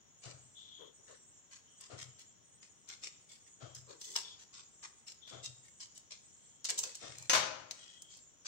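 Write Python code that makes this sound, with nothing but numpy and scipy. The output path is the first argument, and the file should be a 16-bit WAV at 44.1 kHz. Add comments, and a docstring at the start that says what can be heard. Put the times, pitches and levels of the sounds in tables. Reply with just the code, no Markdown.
"""Paper is cut and folded by hand at a table: slipping fibres rustle, and creases and blades snap.
The scissors are dropped, bounce and ring in their modes; these near sounds reverberate off hard walls.
Night insects sing outside, and far off something heavy is beaten at a slow, even pace, with hollow
knocks between. A pair of microphone ports hears it all, the left one first."""
import sys
import numpy as np
from scipy import signal
from scipy.fft import rfft, irfft, next_fast_len
from scipy.io import wavfile
from scipy.ndimage import uniform_filter1d

SR = 44100
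rng = np.random.default_rng(int(sys.argv[2]) if len(sys.argv) > 2 else 0)


def to_wav(s):
    """Save 16-bit WAV."""
    ch = np.atleast_2d(s).T  # columns
    pcm = np.round(np.clip(ch, -1, 1) * 32767)  # PCM
    wavfile.write(sys.argv[1], SR, pcm.astype(np.int16))


N = 373527
T = np.arange(N) / SR

# Still air of the room. Each row: frequency in Hz, relative density in dB.
AIR_SPECTRUM = [(12, -24), (20, -22), (43, -5), (116, 5.5), (718, -8), (2020, -10.5), (2460, -13),
                (3250, -6.5), (4810, -18.5), (5850, -5.5), (6910, -12), (8410, -35), (9140, -37),
                (14700, -27.5), (16000, -20)]
# Far insect choirs. Each row: centre in Hz, resonator width in Hz, level in dB.
INSECT_CHOIRS = [(5830, 530, -74.5), (6820, 500, -67)]
# Single insects repeating a phrase. Each row: centre in Hz, resonator width in Hz, level in dB,
# first call, period and hold in seconds, relative level between calls in dB.
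INSECT_CALLERS = [(7490, 380, -69.5, 0.26, 0.853, 0.3, -17), (8108, 470, -72.5, 0.17, 0.75, 0.33, -11.5)]
# Insect buzzes. Each row: start and hold in seconds, level in dB, centre and resonator width in Hz.
BUZZ_CALLS = [(0.55, 0.12, -54.5, 3490, 420), (0.695, 0.15, -55.5, 3386, 380),
              (1.656, 0.47, -74, 3090, 480), (2.15, 0.1, -78, 3160, 400), (3.097, 0.092, -77, 3140, 400),
              (3.597, 0.15, -65.5, 3250, 450), (4.228, 0.088, -53, 3480, 350),
              (5.212, 0.16, -56.5, 3470, 350), (6.38, 0.3, -78.5, 3270, 350),
              (7.781, 0.33, -61.5, 3270, 220)]
# Far hollow knocks. Each row: start in seconds, level in dB, pitch in Hz, decay time in seconds.
HOLLOW_KNOCKS = [(0.781, -57, 453, 0.093), (0.965, -76, 410, 0.15), (1.079, -56.5, 495, 0.056),
                 (3.863, -57, 445, 0.1), (4.061, -66.5, 400, 0.17), (6.681, -61, 448, 0.16),
                 (6.821, -57.5, 508, 0.078)]
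# Far heavy blows. Each row: start in seconds, levels of slap, boom and second boom in dB.
HEAVY_BLOWS = [(0.232, -52, -49.5, -54.5), (1.892, -49, -52, -54.5), (3.6, -50.5, -51.5, -53.5),
               (5.306, -49, -54.5, -52), (7.011, -49, -51.5, -52.5)]
# Slap of a blow. Each row: frequency in Hz, relative density in dB.
SLAP_SPECTRUM = [(120, -28), (200, -1.5), (312, 1.5), (682, 5.5), (894, -8), (1310, 3), (1770, -8.5),
                 (6240, -8), (6870, -5), (8180, -12.5), (9000, -40), (11700, -66), (19800, -120)]
# Modes of the booming hollow space. Each row: frequency in Hz, level in dB, T60 in seconds.
BOOM_MODES = [(125.2, 5, 0.36), (91.6, -14.5, 1), (144.2, -7, 0.55)]
# Bounces of the scissors. Each row: start in seconds, level in dB, gains of ring, body and thud in dB.
SCISSOR_BOUNCES = [(7.296, -15.5, -3.5, -7, -54), (7.332, -14.5, -36, -1, -48), (7.349, -15, -20, 3, -37.5),
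                   (7.374, -24.5, -33, 3, -37)]
# Modes of scissors and table top. Each row: frequency in Hz, relative level in dB, T60 in seconds.
SCISSOR_MODES = [(530, -8.5, 0.67), (1018, -8, 0.32), (1424, -14, .25), (2490, -1.5, 0.33), (3880, -26, .4),
                 (4474, -19, .4), (5728, -3, .3), (6056, -6, 0.33), (6019, 6.5, 0.1), (6390, 9, .15),
                 (6923, -16, .3), (7386, -20, .3)]
# Rattle of loose blades and handles. Each row: frequency in Hz, relative density in dB.
RATTLE_SPECTRUM = [(88, -49), (150, -24), (398, -11), (466, -17), (545, -2.5), (837, -7.5), (1020, -3.5),
                   (3700, -6), (6260, -2), (9630, -20.5), (16000, -30)]
# Snaps of creases and blades. Each row: start in seconds, level in dB, centre in Hz,
# relative body level in dB, T60 in seconds.
CREASE_SNAPS = [(1.8094, -39, 7500, -34, 0.02), (2.193, -47, 6510, -22, 0.023),
                (2.8887, -33.5, 5950, -56, 0.02), (3.0455, -56, 5180, -37, 0.02),
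                (3.748, -34, 6240, -34, 0.04), (4.0126, -35.5, 5600, -52, 0.09),
                (4.1615, -16.5, 5150, -26, 0.024), (4.1655, -36, 5150, -34, 0.035),
                (4.8297, -54, 4860, -16, 0.017), (5.084, -45, 3380, -32, 0.055),
                (5.276, -44.5, 3520, -13, 0.033), (5.444, -37, 6330, -25, 0.045),
                (5.81, -39, 5100, -41, 0.018), (5.9496, -53, 7040, -31, 0.026),
                (5.977, -38.5, 6900, -47.5, 0.019), (6.11, -53, 6400, -51, 0.036),
                (6.6439, -27.5, 6060, -30, 0.014), (6.6533, -23, 6100, -53, 0.018),
                (6.6904, -31, 6730, -32, 0.041), (6.702, -18, 7200, -47, 0.016),
                (6.785, -25, 7100, -73, 0.011), (6.7889, -17, 6840, -30, 0.029),
                (6.8352, -24.5, 6260, -25.5, 0.045), (6.953, -28.5, 6850, -64, 0.018),
                (7.1839, -32.5, 6550, -31, 0.014), (7.224, -37.5, 6800, -19, 0.036),
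                (7.7099, -26, 4550, -25, 0.016), (8.0199, -33.5, 7050, -31, 0.026),
                (8.1697, -46, 6840, -17, 0.045), (8.4562, -43, 6970, -9, 0.013)]
# Friction noise of the sheet. Each row: frequency in Hz, relative density in dB.
PAPER_SPECTRUM = [(180, -28), (300, -12), (392, -12), (870, -10), (946, -8), (2440, -8.5), (3640, -6),
                  (6200, -2.5), (7820, -3.5), (10400, -32), (16000, -33)]
# Hand strokes on the paper. Each row: start in seconds, level in dB, swell plus hold in seconds,
# gains of flap and crispness in dB, ring of the sheet in Hz.
HAND_STROKES = [(0.213, -51, 0.1, 2.5, -13, 2020), (0.564, -65, 0.19, 3, -16, 3500),
                (1.059, -60.5, 0.091, 6, -28, 1210), (1.503, -54, 0.064, -0.5, -4, 1610),
                (1.795, -51, 0.064, -5, -6, 1010), (1.972, -48, 0.058, -2.5, -2, 1840),
                (2.182, -55.5, 0.03, -1, 4, 1690), (2.616, -60, 0.033, 6.5, -23, 2450),
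                (2.873, -50, 0.065, -1, -4, 1770), (3.015, -45.5, 0.056, -0.5, -8, 2500),
                (3.285, -56, 0.073, -1, 4.5, 2220), (3.462, -66.5, 0.011, 7, 8, 2140),
                (3.737, -57, 0.046, -5, 5, 1500), (3.873, -59.5, 0.067, -4, -13, 1090),
                (3.989, -45.5, 0.21, -16, 5, 2020), (4.152, -37, .012, -3, -7, 940),
                (4.217, -59.5, 0.092, -9, -18, 1440), (4.385, -55.5, 0.04, -3, 0, 895),
                (4.523, -51.5, 0.083, -1, -16, 1390), (4.822, -48.5, 0.031, 1.5, -8, 940),
                (5.062, -51, 0.044, -2, 1, 2810), (5.269, -52.5, 0.028, -3.5, -5, 1500),
                (5.426, -43, 0.038, -6, -8, 2740), (5.634, -64, 0.05, -3, 8.5, 1830),
                (5.794, -46.5, 0.041, -4.5, -10, 2260), (5.948, -54, 0.028, -17, -5, 1920),
                (6.103, -48.5, 0.025, 1, -12, 2320), (6.26, -66, 0.65, 1, -12, 1990),
                (6.647, -34, 0.0044, -1.5, -11, 3140), (6.685, -37.5, 0.022, 2, -1, 2040),
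                (6.775, -35, 0.01, -21, 6.5, 3000), (6.831, -44, 0.0084, -4, -12, 1020),
                (6.858, -54, 0.061, -4, 0, 970), (6.945, -49.5, 0.0053, -5, 2, 2920),
                (6.981, -48, 0.16, 3.5, -14, 1860), (7.152, -56.5, 0.11, 10, 5, 2420),
                (7.704, -49, 0.0097, -10, -2, 1900), (7.744, -55.5, 0.23, -0.5, -9, 1960),
                (8.012, -68, 0.005, -22, 15, 1920), (8.082, -56.5, 0.098, -5.5, -2, 1973),
                (8.446, -46, 0.041, 2, -21, 1540)]
# Reverberation of the room. Each row: frequency in Hz, T60 in seconds.
ROOM_T60 = [(120, 1), (500, 0.79), (2000, 0.66), (6000, 0.53), (12000, 0.2)]
# Imbalance of the ports. Each row: frequency in Hz, left level over right in dB.
PORT_BALANCE = [(60, 9), (130, 7), (290, 10.5), (640, 12.5), (1410, 9.5), (3100, 7.5), (6820, -0.5),
                (15000, -2)]


def amp(db):
    """Decibels as an amplitude ratio."""
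    return 10 ** (np.asarray(db) / 20)


def unit_rms(x):
    """Normalisation to unit mean power."""
    return x / np.sqrt(np.mean(x ** 2) + 1e-20)


def curve_at(points, hz):
    """Interpolation over logarithmic frequency."""
    frequencies, values = np.transpose(points)
    return np.interp(np.log(hz + 1), np.log(frequencies + 1), values)


def add(mix, start, sound):
    """Superposition of a sound on the mix, from start in seconds."""
    part = mix[..., max(round(start * SR), 0):][..., :sound.shape[-1]]
    part += sound[..., :part.shape[-1]]


def coloured(x, spectrum):
    """Filtering by multiplication of spectra."""
    size = next_fast_len(x.shape[-1])
    gain = amp(curve_at(spectrum, np.fft.rfftfreq(size, 1 / SR)))
    return irfft(rfft(x, size) * gain, size)[..., :x.shape[-1]]


def resonate(x, hz, width, stages=1):
    """Resonance by heterodyning: each stage shifts hz down to zero, smooths, and shifts back."""
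    carrier = np.exp(2j * np.pi * np.cumsum(hz * np.ones(x.shape[-1])) / SR)
    pole = np.exp(-np.pi * width / SR)
    for _ in range(stages):
        x = 2 * (carrier * signal.lfilter([1 - pole], [1, -pole], x / carrier)).real
    return x


def pair_noise(count, coherence):
    """Partially coherent white noise at two ports."""
    left, independent = rng.standard_normal((count, 2)).T
    return np.array([left, coherence * left + np.sqrt(1 - coherence ** 2) * independent])


def wander(count, span):
    """Slow fluctuation: noise averaged twice over span points."""
    return unit_rms(uniform_filter1d(uniform_filter1d(rng.standard_normal(count), span), span))


def envelope(t, attack, hold, release_db_per_s):
    """Linear rise, hold, then exponential decay."""
    return np.clip(t / attack, 0, 1) * amp(-release_db_per_s * np.maximum(t - attack - hold, 0))


def ring(modes, t):
    """Free vibration as a sum of damped modes."""
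    return sum(amp(db - 60 * t / t60) * np.sin(2 * np.pi * hz * t) for hz, db, t60 in modes)


def insect_band(hz, width, db):
    """Random amplitude modulation makes a narrow band of insect song throb."""
    throb_db = 2.6 * wander(N, span=1200)
    band = resonate(pair_noise(N, 0.17), hz, width, stages=3)
    return amp(db + throb_db) * unit_rms(band)


def night():
    """Incoherent addition: blurred insect choirs and two periodic callers sound over still air."""
    out = amp(-71) * unit_rms(coloured(pair_noise(N, 0.15), AIR_SPECTRUM))
    for hz, width, db in INSECT_CHOIRS:
        out += insect_band(hz, width, db)
    for hz, width, db, first, period, hold, rest_db in INSECT_CALLERS:
        phrase = envelope((T - first) % period, 0.054, hold, 250)
        out += (amp(rest_db) + phrase) * insect_band(hz, width, db)
    return out


def insect_buzzes():
    """Stridulation: fast uneven scrapes drive one body resonance; each call fades and sags in pitch."""
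    scrape_hz, sag_hz_per_s, fade_db = 185, 170, -3.5
    out, t = np.zeros((2, N)), T[:24000]
    for start, hold, db, hz, width in BUZZ_CALLS:
        scrapes = pair_noise(len(t), 0.64) * (1 + 0.26 * np.cos(2 * np.pi * scrape_hz * t))
        centre = hz - sag_hz_per_s * (t - hold / 2)
        tone = unit_rms(resonate(scrapes, centre, width, stages=2))
        add(out, start, amp(db + fade_db * t / hold) * envelope(t, 0.026, hold, 270) * tone)
    return out


def far_knocks():
    """Resonance of a hollow object: dull bursts excite its pitch and a weaker overtone."""
    out, t = np.zeros((2, N)), T[:12000]
    for start, db, hz, decay in HOLLOW_KNOCKS:
        noise = pair_noise(len(t), 0.32)
        fundamental = unit_rms(resonate(noise, hz, 190, stages=2))
        overtone = unit_rms(resonate(noise, 2.22 * hz, 260))
        shape = np.minimum(t / 0.036, 1) * np.exp(-(t / decay) ** 2)
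        add(out, start, amp(db) * (fundamental + 0.46 * overtone) * shape)
    return out


def far_blows():
    """Modal response: after a slap smeared by distance, a hollow space booms unevenly, twice."""
    out, t = np.zeros((2, N)), T[:30000]
    for start, slap_db, boom_db, second_db in HEAVY_BLOWS:
        noise = unit_rms(coloured(pair_noise(len(t), 0.21), SLAP_SPECTRUM))
        slap = noise * amp(-60 * t / 0.5) * np.minimum(t / 0.027, 1)
        uneven = 1 + 0.53 * wander(len(t), span=500)
        boom = ring(BOOM_MODES, t) * np.minimum(t / 0.019, 1) * uneven
        second_boom = ring(BOOM_MODES[:1], t) * np.minimum(t / 0.056, 1) * uneven[::-1]
        add(out, start, amp(slap_db) * slap)
        add(out, start + 0.0239, amp(boom_db) * boom)
        add(out, start + 0.15, amp(second_db) * second_boom)
    return out


def reverberation(x):
    """Diffuse reflection: sparse echoes of random sign, each band decaying at its own rate."""
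    echoes = np.zeros((2, SR))
    slots = np.arange(200, SR - 20, 20)
    arrivals = slots + rng.integers(0, 20, (2, len(slots)))
    np.put_along_axis(echoes, arrivals, rng.choice([-1., 1.], arrivals.shape), 1)
    hz, t, bands = signal.stft(echoes, SR, nperseg=256)
    decay = amp(-60 * t / curve_at(ROOM_T60, hz)[:, None])
    tail = signal.istft(bands * decay, SR, nperseg=256)[1]
    return signal.fftconvolve(x, tail / np.linalg.norm(tail[0]), axes=1)[:, :N]


def dropped_scissors():
    """Impact excitation: each bounce cracks, rattles the loose parts, rings and thuds into the table."""
    out, t = np.zeros((2, N)), T[:20000]
    modes = ring(SCISSOR_MODES, t)
    modes /= abs(modes).max()
    crack_and_tail = (amp(-60 * t / 0.0037) + amp(-3.5 - 60 * t / 0.15)) * np.minimum(t / 0.0011, 1)
    for start, db, ring_db, body_db, thud_db in SCISSOR_BOUNCES:
        rattle = coloured(pair_noise(len(t), 0.14), RATTLE_SPECTRUM)
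        clatter = unit_rms(coloured(rattle, [(900, body_db), (2200, 0.0069)])) * crack_and_tail
        rumble = resonate(resonate(pair_noise(len(t), 0.99), 112, 87), 120, 87)
        thud = unit_rms(rumble) * envelope(t, 0.0089, 0.013, 230)
        add(out, start, amp(db) * (0.5 * clatter + amp(ring_db) * modes + amp(thud_db) * thud))
    return signal.lfilter(*signal.butter(2, 70, "high", fs=SR), out)


def crease_snaps():
    """Buckling: a crease gives way in a short bright burst over a duller knock of the sheet."""
    out, t = np.zeros((2, N)), T[:3000]
    for start, db, hz, body_db, t60 in CREASE_SNAPS:
        burst = pair_noise(len(t), 0.77) * amp(-60 * t / t60) * np.minimum(t / 0.00032, 1)
        bright = resonate(burst, hz, 2730, stages=2) + 0.027 * np.diff(burst, prepend=0)
        body = resonate(resonate(burst, 940, 1400), 770, 1300)
        add(out, start, amp(db) * (bright / abs(bright).max() + amp(body_db) * body / abs(body).max()))
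    return signal.lfilter(*signal.butter(2, 400, "high", fs=SR), out)


def paper_rustle():
    """Stick-slip friction: fibres slip in clumps, the sheet flaps and rings, dry creases add hiss."""
    grains_per_s, swell_share = 600, 0.36
    ring_db, ring_width_hz, under_ring_db, patchy_db = 6, 132, -11.5, 4.5
    grains = amp(7.1 * np.minimum(rng.exponential(1, N), 3.5)) * (rng.random(N) < grains_per_s / SR)
    clumps = unit_rms(signal.lfilter([1], [1, -0.985], grains))
    friction = unit_rms(coloured(pair_noise(N, 0.067) * (0.99 + clumps), PAPER_SPECTRUM))
    out, t = np.zeros((2, N)), T[:24000]
    hz = np.fft.rfftfreq(len(t), 1 / SR)
    flap_band = 1 / (1 + (hz / 2800) ** 6)
    hiss_band = 1 / (1 + (8800 / (hz + 1)) ** 12)
    for start, db, length, flap_db, crisp_db, ring_hz in HAND_STROKES:
        peak = 1 / (1 + (2 * (hz - ring_hz) / ring_width_hz) ** 2)
        under_ring = 1 / (1 + (1.35 * hz / ring_hz) ** 8)
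        patches = wander(len(hz), span=60)
        colour = amp(flap_db * flap_band + ring_db * peak + under_ring_db * under_ring + patchy_db * patches)
        slips = rfft(friction[:, round(start * SR):][:, :len(t)], len(t)) * colour
        body = irfft(slips * (1 - hiss_band), len(t))
        hiss = irfft(slips * hiss_band, len(t))
        # Long strokes swell more slowly; all taper as they go.
        grip = envelope(t, 0.0013 + swell_share * length, (1 - swell_share) * length, 334)
        shape = grip ** 1.2 * amp(-52.5 * t)
        add(out, start, amp(db) * (shape * body + amp(crisp_db) * shape ** 0.6 * hiss))
    return out


def scene():
    """Superposition: near sounds with their reverberation, far sounds without."""
    scissors, creases, paper = dropped_scissors(), crease_snaps(), paper_rustle()
    room = reverberation(amp(-5.5) * scissors + amp(-10.5) * creases + amp(-13.5) * paper)
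    near = scissors + creases + paper + room
    return near + far_blows() + far_knocks() + insect_buzzes() + night()


def record(dry):
    """Level and time differences: the ports differ in colour, the right lags, both are band-limited."""
    lag_samples, cutoff_hz = 43, 15900
    left = coloured(dry[0], [(hz, db / 2) for hz, db in PORT_BALANCE])
    right = coloured(dry[1], [(hz, -db / 2) for hz, db in PORT_BALANCE])
    ports = np.array([left, np.pad(right, (lag_samples, 0), "reflect")[:N]])
    low_pass = signal.firwin(511, cutoff_hz, window=("kaiser", 9), fs=SR)
    return signal.oaconvolve(ports, low_pass[None], "same")


dry = scene()
out = record(dry)
to_wav(out)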